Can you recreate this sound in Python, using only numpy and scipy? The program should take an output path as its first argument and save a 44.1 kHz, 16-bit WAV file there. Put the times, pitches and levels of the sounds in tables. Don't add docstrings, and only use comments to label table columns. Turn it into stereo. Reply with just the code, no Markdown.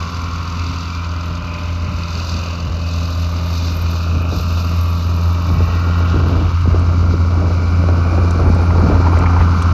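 import sys
import numpy as np
from scipy import signal
from scipy.fft import rfft, irfft, next_fast_len
from scipy.io import wavfile
from scipy.ndimage import uniform_filter1d, minimum_filter1d

SR = 44100
rng = np.random.default_rng(int(sys.argv[2]) if len(sys.argv) > 2 else 0)


def persist_wave(psi):
    counts = np.round(np.clip(psi, -1, 1) * 32767).astype(np.int16)
    wavfile.write(sys.argv[1], SR, np.atleast_2d(counts).T)


N = 429093
TIME = np.arange(N) / SR
PADDED = next_fast_len(N + 4096)
BINS = np.maximum(np.arange(PADDED // 2 + 1) * SR / PADDED, 1)


def from_db(db):
    return 10 ** (np.asarray(db) / 20)


def rms_one(x):
    return x / np.sqrt(np.mean(x ** 2) + 1e-20)


def peak_one(x):
    return x / np.abs(x).max()


def in_time(rows):
    seconds, *columns = np.transpose(rows)
    return [np.interp(TIME, seconds, column) for column in columns]


def at_bins(points):
    hz, value = np.transpose(points)
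    return np.interp(np.log(BINS), np.log(hz), value)


def swell(centre_s, length_s):
    return np.exp(-np.minimum(np.log(2) * (2 * (TIME - centre_s) / length_s) ** 2, 50))


def drift(rate):
    steps = TIME * rate * 10
    white = rng.standard_normal(int(steps[-1]) + 102)
    slow = signal.sosfilt(signal.butter(2, .18, output="sos"), white)[100:]
    return rms_one(np.interp(steps, np.arange(len(slow)), slow))


def filtered(x, response):
    margin = (PADDED - N) // 2
    extended = np.pad(x, (margin, PADDED - N - margin), "reflect", reflect_type="odd")
    return irfft(rfft(extended) * response, PADDED)[margin:margin + N]


def coloured(x, spectrum):
    rolloff = np.minimum(spectrum[-1][0] / BINS, 1) ** 2
    response = from_db(at_bins(spectrum)) * rolloff
    return rms_one(irfft(rfft(x, PADDED) * response, PADDED)[:N])


def resonance(x, hz, width_hz):
    radius = np.exp(-np.pi * width_hz / SR)
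    angle = 2 * np.pi * hz / SR
    return signal.lfilter([1, 0, -1], [1, -2 * radius * np.cos(angle), radius * radius], x + 1e-18) / 2


def double_resonance(x, hz, width_hz):
    return resonance(resonance(x, hz, width_hz), hz, width_hz)


def decaying(kicks, decay_s):
    return signal.lfilter([1], [1, -np.exp(-1 / (decay_s * SR))], kicks + 1e-18)


def moving_band(x, hz, width_hz):
    carrier = np.exp(2j * np.pi * np.cumsum(hz) / SR)
    lowpass = signal.butter(1, width_hz / 2, fs=SR, output="sos")
    baseband = signal.sosfiltfilt(lowpass, x / carrier, padtype="even", padlen=2000)
    return 2 * np.real(carrier * baseband)


def narrow_band(hz, spread_hz):
    blur = drift(spread_hz) + 1j * drift(spread_hz)
    return rms_one(np.real(blur * np.exp(2j * np.pi * np.cumsum(hz) / SR)))


# t/s, firing rate/Hz
FIRING_RATE = [(0, 84.55), (1.1, 84.55), (1.85, 85.2), (2.2, 84.4), (2.5, 84.6), (2.85, 83.7), (3.5, 84.25),
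               (4.15, 83.9), (4.7, 85.1), (5.5, 85.25), (6, 85.9), (7.3, 86.05), (8.05, 86.25),
               (8.95, 85.8), (9.73, 85.3)]


def crank(wobble):
    firing, = in_time(FIRING_RATE)
    return np.cumsum(firing / 3 * (1 + wobble * drift(8))) / SR


# t/s, level/dB
EXHAUST_BOOM = [(0, -23), (1.3, -21), (2.3, -22), (3.35, -16.5), (4.4, -16), (6, -13.5), (6.9, -13),
                (8.15, -12), (8.8, -10.5), (9.73, -12)]
OCTAVE_DB, OCTAVE_FOLLOWS = -30.5, 0.5
THIRD_BELOW_DB = 23.5


def exhaust(turns):
    first_db, = in_time(EXHAUST_BOOM)
    second_db = OCTAVE_DB + OCTAVE_FOLLOWS * (first_db - first_db.mean())
    angle = 6 * np.pi * turns
    first = from_db(first_db - 0.45 + 1.1 * drift(6.5)) * np.sin(angle)
    second = from_db(second_db + 1.3 * drift(3.6)) * np.sin(2 * angle)
    third = from_db(second_db - THIRD_BELOW_DB + 3.9 * drift(5.1)) * np.sin(3 * angle)
    return np.sqrt(2) * (first + second + third)


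# t/s, level/dB
FAN_TONE = [(0, -43.5), (.7, -38.5), (2.1, -45), (3.2, -37.5), (5, -39.5), (5.8, -37), (9.73, -32.5)]


def fan(turns):
    blade_passes = 9.36 * turns
    level_db, = in_time(FAN_TONE)
    return np.sqrt(2) * from_db(level_db + 2.24 * drift(2.3)) * np.sin(2 * np.pi * blade_passes)


def repeating(cycles, size):
    weights = np.array([drift(.6) for _ in range(3)])
    place = cycles % 1 * size
    rattles = [np.interp(place, np.arange(size), rng.standard_normal(size)) for _ in weights]
    return rms_one((weights * rattles).sum(axis=0) / np.linalg.norm(weights, axis=0))


CYLINDER_STRENGTH = [-3, -5, -2.2, -3, -3, -1.3]


def combustion(turns, alike, snap, sharpness, uneven):
    firings = 3 * turns
    number = firings.astype(int)
    cylinder_db = np.array(CYLINDER_STRENGTH)[number % len(CYLINDER_STRENGTH)]
    strength_db = uneven * cylinder_db + 2 * rng.standard_normal(N)[number]
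    burst = 1 + snap * from_db(strength_db) * np.exp(-sharpness * (firings % 1))
    locked = rms_one(repeating(turns, size=1500) + 0.93 * repeating(turns / 2, size=3000))
    alike = np.clip(alike, 0, 1)
    return burst * (np.sqrt(alike) * locked + np.sqrt(1 - alike) * rng.standard_normal(N))


# t/s, block knock level/dB, injector clatter level/dB
ENGINE_LEVELS = [(0, -31.5, -38.5), (1.8, -36.5, -38), (2.35, -33.5, -35), (2.8, -36.5, -37.5),
                 (4.6, -32.5, -37), (5.1, -32, -41), (5.95, -29.5, -36.5), (6.5, -31, -38.5),
                 (7.2, -33, -42), (8.5, -30.5, -41.5), (9.35, -26, -40), (9.73, -26.5, -40)]
# t/s, hood level/dB, cab level/dB, cab f/Hz
PANEL_DRONES = [(0, -26.5, -60, 600), (.9, -31.5, -51, 614), (1.5, -69, -47.5, 597), (2.4, -39, -40.5, 565),
                (3.3, -50, -38.5, 596), (4.5, -62, -41.5, 620), (4.9, -58, -43, 620), (6, -50, -44.5, 628),
                (9.73, -49.5, -40, 638)]
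# t/s at the height, length/s, multiple of crank speed, level/dB
CRANK_ORDERS = [(.5, 1, 39, -50), (.5, 1.2, 40, -56), (.5, 1.3, 33, -46), (.5, 0.84, 46.5, -45),
                (1.1, 2.7, 36, -43.5), (1.8, 1.3, 21, -44.5), (2.4, 0.57, 20, -47), (3.304, 1.2, 22.5, -44),
                (2.4, 0.45, 40.5, -43), (1.9, 1.7, 44, -47), (3.3, 2.1, 43, -43), (4.402, 1.3, 23, -54),
                (4.7, 1.8, 44, -39.5), (4.8, 0.75, 40.5, -36.5), (5.301, 1.5, 46.5, -43),
                (6.1, 1.2, 36, -50), (6.302, 0.88, 37.5, -47), (6.6, 1.2, 43.5, -42.5),
                (8.2, 0.75, 46.5, -43), (8.3, 2.4, 39, -38), (8.301, 1.6, 52.5, -44), (8.6, 2, 44, -44)]
# f/Hz, level/dB
KNOCK_SPECTRUM = [(60, -14), (130, -5.5), (230, 0.5), (330, -5.5), (480, -7), (750, -9.5), (950, -1.5),
                  (1170, 3), (1380, 2), (1550, -5.5), (1720, -23), (2100, -23), (3000, -37.5)]
CAB_WIDTH_HZ = 100


def block(turns):
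    knock_db, _ = in_time(ENGINE_LEVELS)
    hood_db, cab_db, cab_hz = in_time(PANEL_DRONES)
    blows = combustion(turns, alike=.76, snap=1.35, sharpness=3.2, uneven=1.3)
    ringing = 0
    for s, length, order, db in CRANK_ORDERS:
        half_orders = round(2 * order)
        tone = np.sin(np.pi * (half_orders * turns + 2 * rng.random()))
        ringing = ringing + from_db(db) * swell(s, length) * tone
    knock = from_db(knock_db + 1.45) * coloured(blows, KNOCK_SPECTRUM)
    orders = from_db(1.5 + 2.1 * drift(4.5)) * ringing
    hood = from_db(hood_db - 9.5) * rms_one(double_resonance(blows, 1105, 170))
    shaking = combustion(turns, alike=.93, snap=1, sharpness=3, uneven=1)
    cab = from_db(cab_db - 1.0) * rms_one(moving_band(shaking, cab_hz, CAB_WIDTH_HZ))
    return knock + orders + hood + cab


# f/Hz, width/Hz, level/dB
PUMP_RESONANCES = [(4680, 300, 4.5), (6100, 340, 0.5), (2570, 70, -5.5)]
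PUMP_LAG, PUMP_DECAY_S = 0.31, 0.0031


def pump(turns, scatter_db):
    strokes = np.diff(np.floor((3 * turns - PUMP_LAG) / 2), prepend=0) > 0
    kicks = strokes * from_db(scatter_db * rng.standard_normal(N))
    scrape = decaying(kicks, PUMP_DECAY_S) * rng.standard_normal(N)
    pings = sum(from_db(db) * resonance(scrape, hz, width) for hz, width, db in PUMP_RESONANCES)
    return rms_one(signal.sosfilt(signal.butter(4, 6800, fs=SR, output="sos"), pings))


# f/Hz, level/dB
CLATTER_SPECTRUM = [(1400, -7), (1800, -7.5), (2100, -1.5), (2350, -5.5), (2700, 3), (2950, 1),
                    (3250, -10.5), (3800, -19.5)]
# f/Hz, level/dB
RUSH_SPECTRUM = [(2800, -28.5), (3300, -4), (3700, 0), (4300, -0.5), (4750, -2), (5300, -3), (6200, -6),
                 (7400, -13.5), (8600, -24.5), (10500, -20), (12500, -24), (14500, -31), (16000, -46.5)]
# t/s, level/dB
TREBLE_LEVEL = [(0, -37.5), (.35, -40.5), (.76, -37.5), (1.1, -41.5), (1.85, -43), (2.08, -37), (2.35, -34),
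                (2.73, -42.5), (3, -35.5), (3.42, -38.5), (3.64, -32.5), (3.77, -38.5), (3.98, -34.5),
                (4.23, -43), (4.36, -34.5), (4.9, -38.5), (5.85, -39.5), (6.9, -41.5), (9.73, -39)]
# t/s, f/Hz, level/dB
METAL_RING = [(0, 2320, -51), (.45, 2340, -49), (.62, 2310, -38.5), (.8, 2310, -48), (.97, 2370, -41.5),
              (1.12, 2400, -53), (1.4, 2450, -48), (1.57, 2480, -45), (1.8, 2490, -53), (2.3, 2500, -48),
              (2.55, 2500, -46), (2.72, 2510, -48), (2.95, 2540, -48), (3.35, 2440, -53), (3.9, 2460, -45),
              (4.6, 2480, -47.5), (5, 2490, -51), (5.3, 2330, -47), (7.2, 2306, -50), (8.3, 2385, -45.5),
              (9.73, 2320, -47.5)]
# t/s at the height, length/s, f/Hz, level/dB
PASSING_RINGS = [(.7, 0.38, 2640, -42), (4.35, .8, 2610, -45.5), (5.8, 0.66, 2670, -45),
                 (5.797, 0.55, 1920, -44)]
# t/s, level/dB against the treble
PUMP_LEVEL = [(0, -2), (2.6, -1), (3.6, -7), (6, -8), (7.2, -13)]
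RING_WIDTH_HZ = 170


def injectors(turns):
    _, clatter_db = in_time(ENGINE_LEVELS)
    treble_db, = in_time(TREBLE_LEVEL)
    ring_hz, ring_db = in_time(METAL_RING)
    pump_db, = in_time(PUMP_LEVEL)
    taps = combustion(turns, alike=.55, snap=1.35, sharpness=4, uneven=2)
    puffs = combustion(turns, alike=.3, snap=.8, sharpness=4.5, uneven=2.8)
    clatter = from_db(clatter_db - 0.46 + 1.1 * drift(12)) * coloured(taps, CLATTER_SPECTRUM)
    ring_gain = from_db(ring_db + 5.0 + 1.4 * drift(6))
    ring = ring_gain * rms_one(moving_band(puffs, ring_hz, RING_WIDTH_HZ))
    passing = sum(from_db(db) * swell(s, length) * rms_one(double_resonance(puffs, hz, 220))
                  for s, length, hz, db in PASSING_RINGS)
    pings = from_db(pump_db) * pump(turns, scatter_db=2.0)
    treble_gain = from_db(treble_db - 0.44 + 0.99 * drift(15))
    bright = treble_gain * (coloured(puffs, RUSH_SPECTRUM) + pings)
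    return clatter + ring + passing + bright


# t/s, f/Hz, level/dB
TURBO_WHISTLE = [(0, 11350, -63), (1.1, 11870, -68), (2, 11580, -64), (2.75, 12100, -64), (3.1, 12540, -57),
                 (3.5, 12720, -53.5), (3.8, 13100, -53.5), (4.28, 12950, -59), (4.41, 13100, -48),
                 (4.55, 12930, -55), (4.9, 12600, -51.5), (5.3, 12400, -57), (6.1, 11860, -61),
                 (6.9, 10870, -69), (8.3, 10560, -57.5), (9.73, 10950, -60.5)]


def turbo(turns, spread_hz, skirt_hz, skirt_db):
    hz, level_db = in_time(TURBO_WHISTLE)
    whistle = narrow_band(hz, spread_hz) + from_db(skirt_db) * narrow_band(hz, skirt_hz)
    throb = np.sin(3 * np.pi * turns)
    return from_db(level_db + 3.1 * drift(18) + 3.8 * throb) * rms_one(whistle)


LUMPS_PER_S, LUMP_DECAY_S = 55, 0.0096


def lumpiness(depth):
    kicks = (rng.random(N) < LUMPS_PER_S / SR) * rng.uniform(.3, 1, N)
    return 1 + depth * np.tanh(decaying(kicks, LUMP_DECAY_S))


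RUSH_FOLLOWS = 0.43


def buffeting(flow, puffs, rumble, rush, rumble_db, rush_db, lumpy):
    low_db, high_db = in_time(flow)
    puff_db = sum(db * swell(s, length) for s, length, db in puffs)
    churn = coloured(rng.standard_normal(N), rumble)
    churn = churn / np.sqrt(uniform_filter1d(churn ** 2, size=3500) + 1e-6)
    lumps = coloured(lumpiness(lumpy) * rng.standard_normal(N), rush)
    low = from_db(low_db + rumble_db + puff_db) * churn
    high = from_db(high_db + rush_db + RUSH_FOLLOWS * puff_db) * lumps
    return low + high


# t/s, rumble level/dB, rush level/dB
BREEZE_FLOW = [(0, -36.5, -51), (1.7, -36, -45.5), (3.1, -34.5, -43), (4.03, -35, -36.5),
               (4.18, -32.5, -39), (4.25, -40, -33), (4.33, -33.5, -34), (4.44, -32.5, -39.5),
               (5.3, -35.5, -39.5), (6, -31, -32), (6.25, -23.5, -28), (7, -26, -31.5), (7.55, -26.5, -29),
               (8.2, -27, -28), (8.95, -26.5, -27), (9.73, -26, -32.5)]
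# t/s at the height, length/s, rumble level/dB above the breeze
GUST_PUFFS = [(0.1, 0.088, 0), (0.29, 0.22, 3.5), (0.586, 0.1, 6), (0.726, 0.069, 6.5), (1.319, 0.048, 7),
              (1.422, 0.043, 10), (1.67, 0.22, 2.5), (1.914, 0.16, 8.5), (2.176, 0.085, 4.5),
              (2.36, 0.074, 8), (2.693, 0.094, 10.5), (3.045, 0.19, 2.5), (3.798, 0.11, 6.5),
              (4.164, 0.1, 7.5), (4.353, 0.13, 9.5), (4.674, 0.13, 2), (5.128, .16, 4.5),
              (5.582, 0.22, 12.5), (6.162, 0.054, 7), (6.375, 0.14, 2), (6.7, 0.1, 6), (7.085, 0.17, 2.5),
              (7.478, 0.17, 0), (8.205, 0.067, 5), (8.48, 0.17, 7.5), (8.892, 0.26, 8.5),
              (9.195, 0.13, 4.5), (9.409, 0.037, 10)]
# f/Hz, level/dB
GUST_LOW_SPECTRUM = [(12, -33.5), (22, -33.5), (35, -2), (55, 10.5), (80, 8), (130, 3.5), (200, -0.5),
                     (300, -9.5), (500, -63)]
# f/Hz, level/dB
GUST_HIGH_SPECTRUM = [(170, -11), (290, -1.5), (420, -6), (650, -9), (950, -16.5), (1500, -26.5),
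                      (3000, -43.5), (6000, -77.5)]


def breeze():
    return buffeting(BREEZE_FLOW, GUST_PUFFS, GUST_LOW_SPECTRUM, GUST_HIGH_SPECTRUM,
                     rumble_db=5.0, rush_db=1.5, lumpy=2.8)


# start t/s, end t/s, start f/Hz, end f/Hz, depth 0-1, width/Hz
BOUNCE_DIPS = [(0.38, 1.54, 2330, 2100, 0.9, 96), (.7, 0.82, 2630, 2520, 0.9, 110),
               (0.55, 6.7, 1730, 2200, 0.5, 110), (2.08, 3.35, 2190, 2200, 0.65, 180),
               (2.48, 2.88, 2380, 2700, 0.7, 200), (2.2, 3.8, 1460, 1330, .45, 63),
               (3.85, 4.75, 2000, 2080, 0.74, 340), (4.9, 6.4, 2030, 2200, 0.8, 140),
               (4.65, 5.8, 1440, 1400, 0.7, 150), (1.7, 6.1, 3290, 3330, 0.65, 220),
               (6.5, 15, 3480, 3840, 0.52, 650)]


def ground_echo(x):
    for start, end, from_hz, to_hz, depth, width_hz in BOUNCE_DIPS:
        present = np.clip(np.minimum(TIME - start, end - TIME) / 0.15, 0, 1)
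        centre_hz = np.interp(TIME, [start, end], [from_hz, to_hz])
        x = x - min(depth, 1) * present * moving_band(x, centre_hz, width_hz)
    return x


# t/s, rumble level/dB, rush level/dB
SWIRL_FLOW = [(0, -64, -58), (.55, -43.5, -55), (2.1, -44.5, -52), (3, -40, -47.5), (3.8, -31, -42),
              (4.1, -45, -50.5), (5.9, -40.5, -46.5), (6.45, -35, -33.5), (7.2, -34, -35.5),
              (7.6, -28.5, -32), (8.5, -34, -30.5), (9.05, -22.5, -23.5), (9.73, -25, -22.5)]
# t/s at the height, length/s, rumble level/dB above the swirl
EDDY_PUFFS = [(.57, .15, 5), (1.12, 0.061, 11), (1.5, .14, 14), (2.294, 0.069, 15), (2.63, .12, 11),
              (2.812, 0.097, 18), (2.994, 0.14, 17), (3.32, 0.08, 11), (3.538, 0.11, 8), (3.752, .16, 10),
              (4.3, 0.11, 11), (4.632, 0.13, 15), (4.885, 0.09, 9), (5.064, 0.065, 14), (5.448, 0.084, 2),
              (5.65, 0.13, 5), (6.192, 0.19, 10), (6.582, 0.18, 19.5), (6.87, .12, 11)]
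# f/Hz, level/dB
EDDY_LOW_SPECTRUM = [(12, -37), (30, -25), (55, 1), (80, 7.5), (170, 3.5), (250, -2.5), (400, -32),
                     (700, -77)]
# f/Hz, level/dB
EDDY_HIGH_SPECTRUM = [(170, -6.5), (290, 1.5), (450, -2.5), (750, -7.5), (1100, -17), (1600, -20),
                      (4000, -32.5)]


def swirl():
    pressure = buffeting(SWIRL_FLOW, EDDY_PUFFS, EDDY_LOW_SPECTRUM, EDDY_HIGH_SPECTRUM,
                         rumble_db=-1.0, rush_db=1.6, lumpy=2.8)
    return pressure * np.array([[1], [-1]])


# t/s, peak level/dB, f/Hz
WIND_SLAPS = [(5.605, -14.5, 382), (5.898, -18, 400), (6.143, -10.5, 250), (6.16, -10, 280),
              (6.657, -18.5, 350), (6.675, -9.5, 198), (6.745, -10, 308), (7.028, -15, 240),
              (7.14, -16, 374), (7.438, -17, 330), (7.839, -13, 480), (7.888, -13, 496),
              (8.184, -12.5, 257), (8.5, -5, 190), (8.76, -14, 330), (8.899, -6.5, 330), (9.173, -15, 450)]
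SLAP_DAMPING = 0.73


def slaps():
    out = np.zeros(N + SR)
    kick = signal.unit_impulse(SR // 20)
    for s, db, hz in WIND_SLAPS:
        thud = double_resonance(kick, hz, SLAP_DAMPING * hz)
        start = round(s * SR)
        out[start:start + len(thud)] += from_db(db + 0.7) * peak_one(thud)
    return out[:N]


# f/Hz, level/dB of the part taken away
HOLLOW_SPECTRUM = [(100, -25), (160, -2), (500, 0), (850, -1), (1200, -30)]
HOLLOW_AT_S, HOLLOW_S, HOLLOW_SHARE = 6.595, 0.19, .86


def hollowed(x):
    low_middle = filtered(x, from_db(at_bins(HOLLOW_SPECTRUM)))
    return x - np.clip(HOLLOW_SHARE, 0, 1) * swell(HOLLOW_AT_S, HOLLOW_S) * low_middle


def burst(start, decay_s):
    age = TIME - start
    return (age >= 0) * np.exp(-np.clip(age / decay_s, 0, 50)) * rng.standard_normal(N)


# t/s, peak level/dB, f/Hz
SMALL_TICKS = [(6.615, -41, 8450), (6.795, -39, 7950), (8.3085, -20.5, 5800), (8.55, -35, 8500),
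               (9.189, -28, 6840), (9.6263, -26.5, 6060), (9.622, -20, 3050)]


def ticks():
    dull = signal.butter(2, 10000, fs=SR, output="sos")
    out = 0
    for s, db, hz in SMALL_TICKS:
        tick = resonance(burst(s, 0.0026), hz, 1900)
        out = out + from_db(db) * peak_one(signal.sosfilt(dull, tick))
    return out


# f/Hz, width/Hz of each cascaded mode, level/dB
RATTLE_RESONANCES = [(840, 390, -27), (2030, 940, -45.5)]
RATTLE_AT_S, RATTLE_S, RATTLES_PER_S = 9.07, 0.89, 140


def rattle():
    hits = (rng.random(N) < RATTLES_PER_S / SR) * rng.uniform(.3, 1, N)
    scrape = decaying(hits, .004)
    chatter = 0
    for hz, width, db in RATTLE_RESONANCES:
        ringing = double_resonance(scrape * rng.standard_normal(N), hz, width)
        chatter = chatter + from_db(db) * rms_one(ringing)
    return swell(RATTLE_AT_S, RATTLE_S) * chatter


# t/s, peak level/dB, f/Hz, width/Hz of each cascaded mode, contact length/s
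AERATOR_CLANKS = [(9.071, -15, 870, 350, 0.012), (9.139, -17, 940, 500, .012),
                  (9.174, -19, 1900, 1200, 0.0088), (9.2086, -23, 2000, 1200, .003),
                  (9.262, -16.5, 2090, 450, 0.0064), (9.37, -14, 900, 500, 0.01),
                  (9.392, -25, 1900, 900, .008), (9.409, -13, 1030, 600, 0.013),
                  (9.418, -24, 2000, 900, .02)]


def clanks():
    out = 0
    for s, db, hz, width, length in AERATOR_CLANKS:
        contact = swell(s, length) * rng.standard_normal(N)
        out = out + from_db(db) * peak_one(double_resonance(contact, hz, width))
    return out


# f/Hz, phase/rad
PORT_LEAD = [(100, 0), (1200, .08), (1600, .3), (1950, -.7), (2300, .4), (2750, 1.2), (3100, .9), (3500, 0),
             (5000, .6), (6300, 1.35), (7500, 1.95), (8400, 2.8), (9800, 3.35), (11000, 4.2), (13000, 5.6),
             (16000, 6.1)]


def scene():
    turns = crank(wobble=.001)
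    tractor = exhaust(turns) + fan(turns) + block(turns) + injectors(turns) + rattle() + clanks()
    tractor = ground_echo(tractor)
    tractor = hollowed(tractor + turbo(turns, spread_hz=170, skirt_hz=700, skirt_db=-10.5))
    half_lead = np.exp(.5j * at_bins(PORT_LEAD))
    ports = np.array([filtered(tractor, half_lead), filtered(tractor, half_lead.conj())])
    return ports + hollowed(breeze()) + slaps() + swirl() + ticks()


CUTOFF_HZ = 15300


def record(dry):
    thinned = signal.sosfilt(signal.butter(2, 20, "high", fs=SR, output="sos"), dry)
    allowed = .92 / np.maximum(np.abs(thinned).max(axis=0), .92)
    gain = uniform_filter1d(minimum_filter1d(allowed, size=400), size=400)
    ends = np.minimum(np.minimum(TIME, TIME[-1] - TIME) / .004, 1)
    top_cut = signal.ellip(10, .1, 80, CUTOFF_HZ, fs=SR, output="sos")
    return signal.sosfilt(top_cut, ends * gain * thinned)


dry = scene()
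out = record(dry)
persist_wave(out)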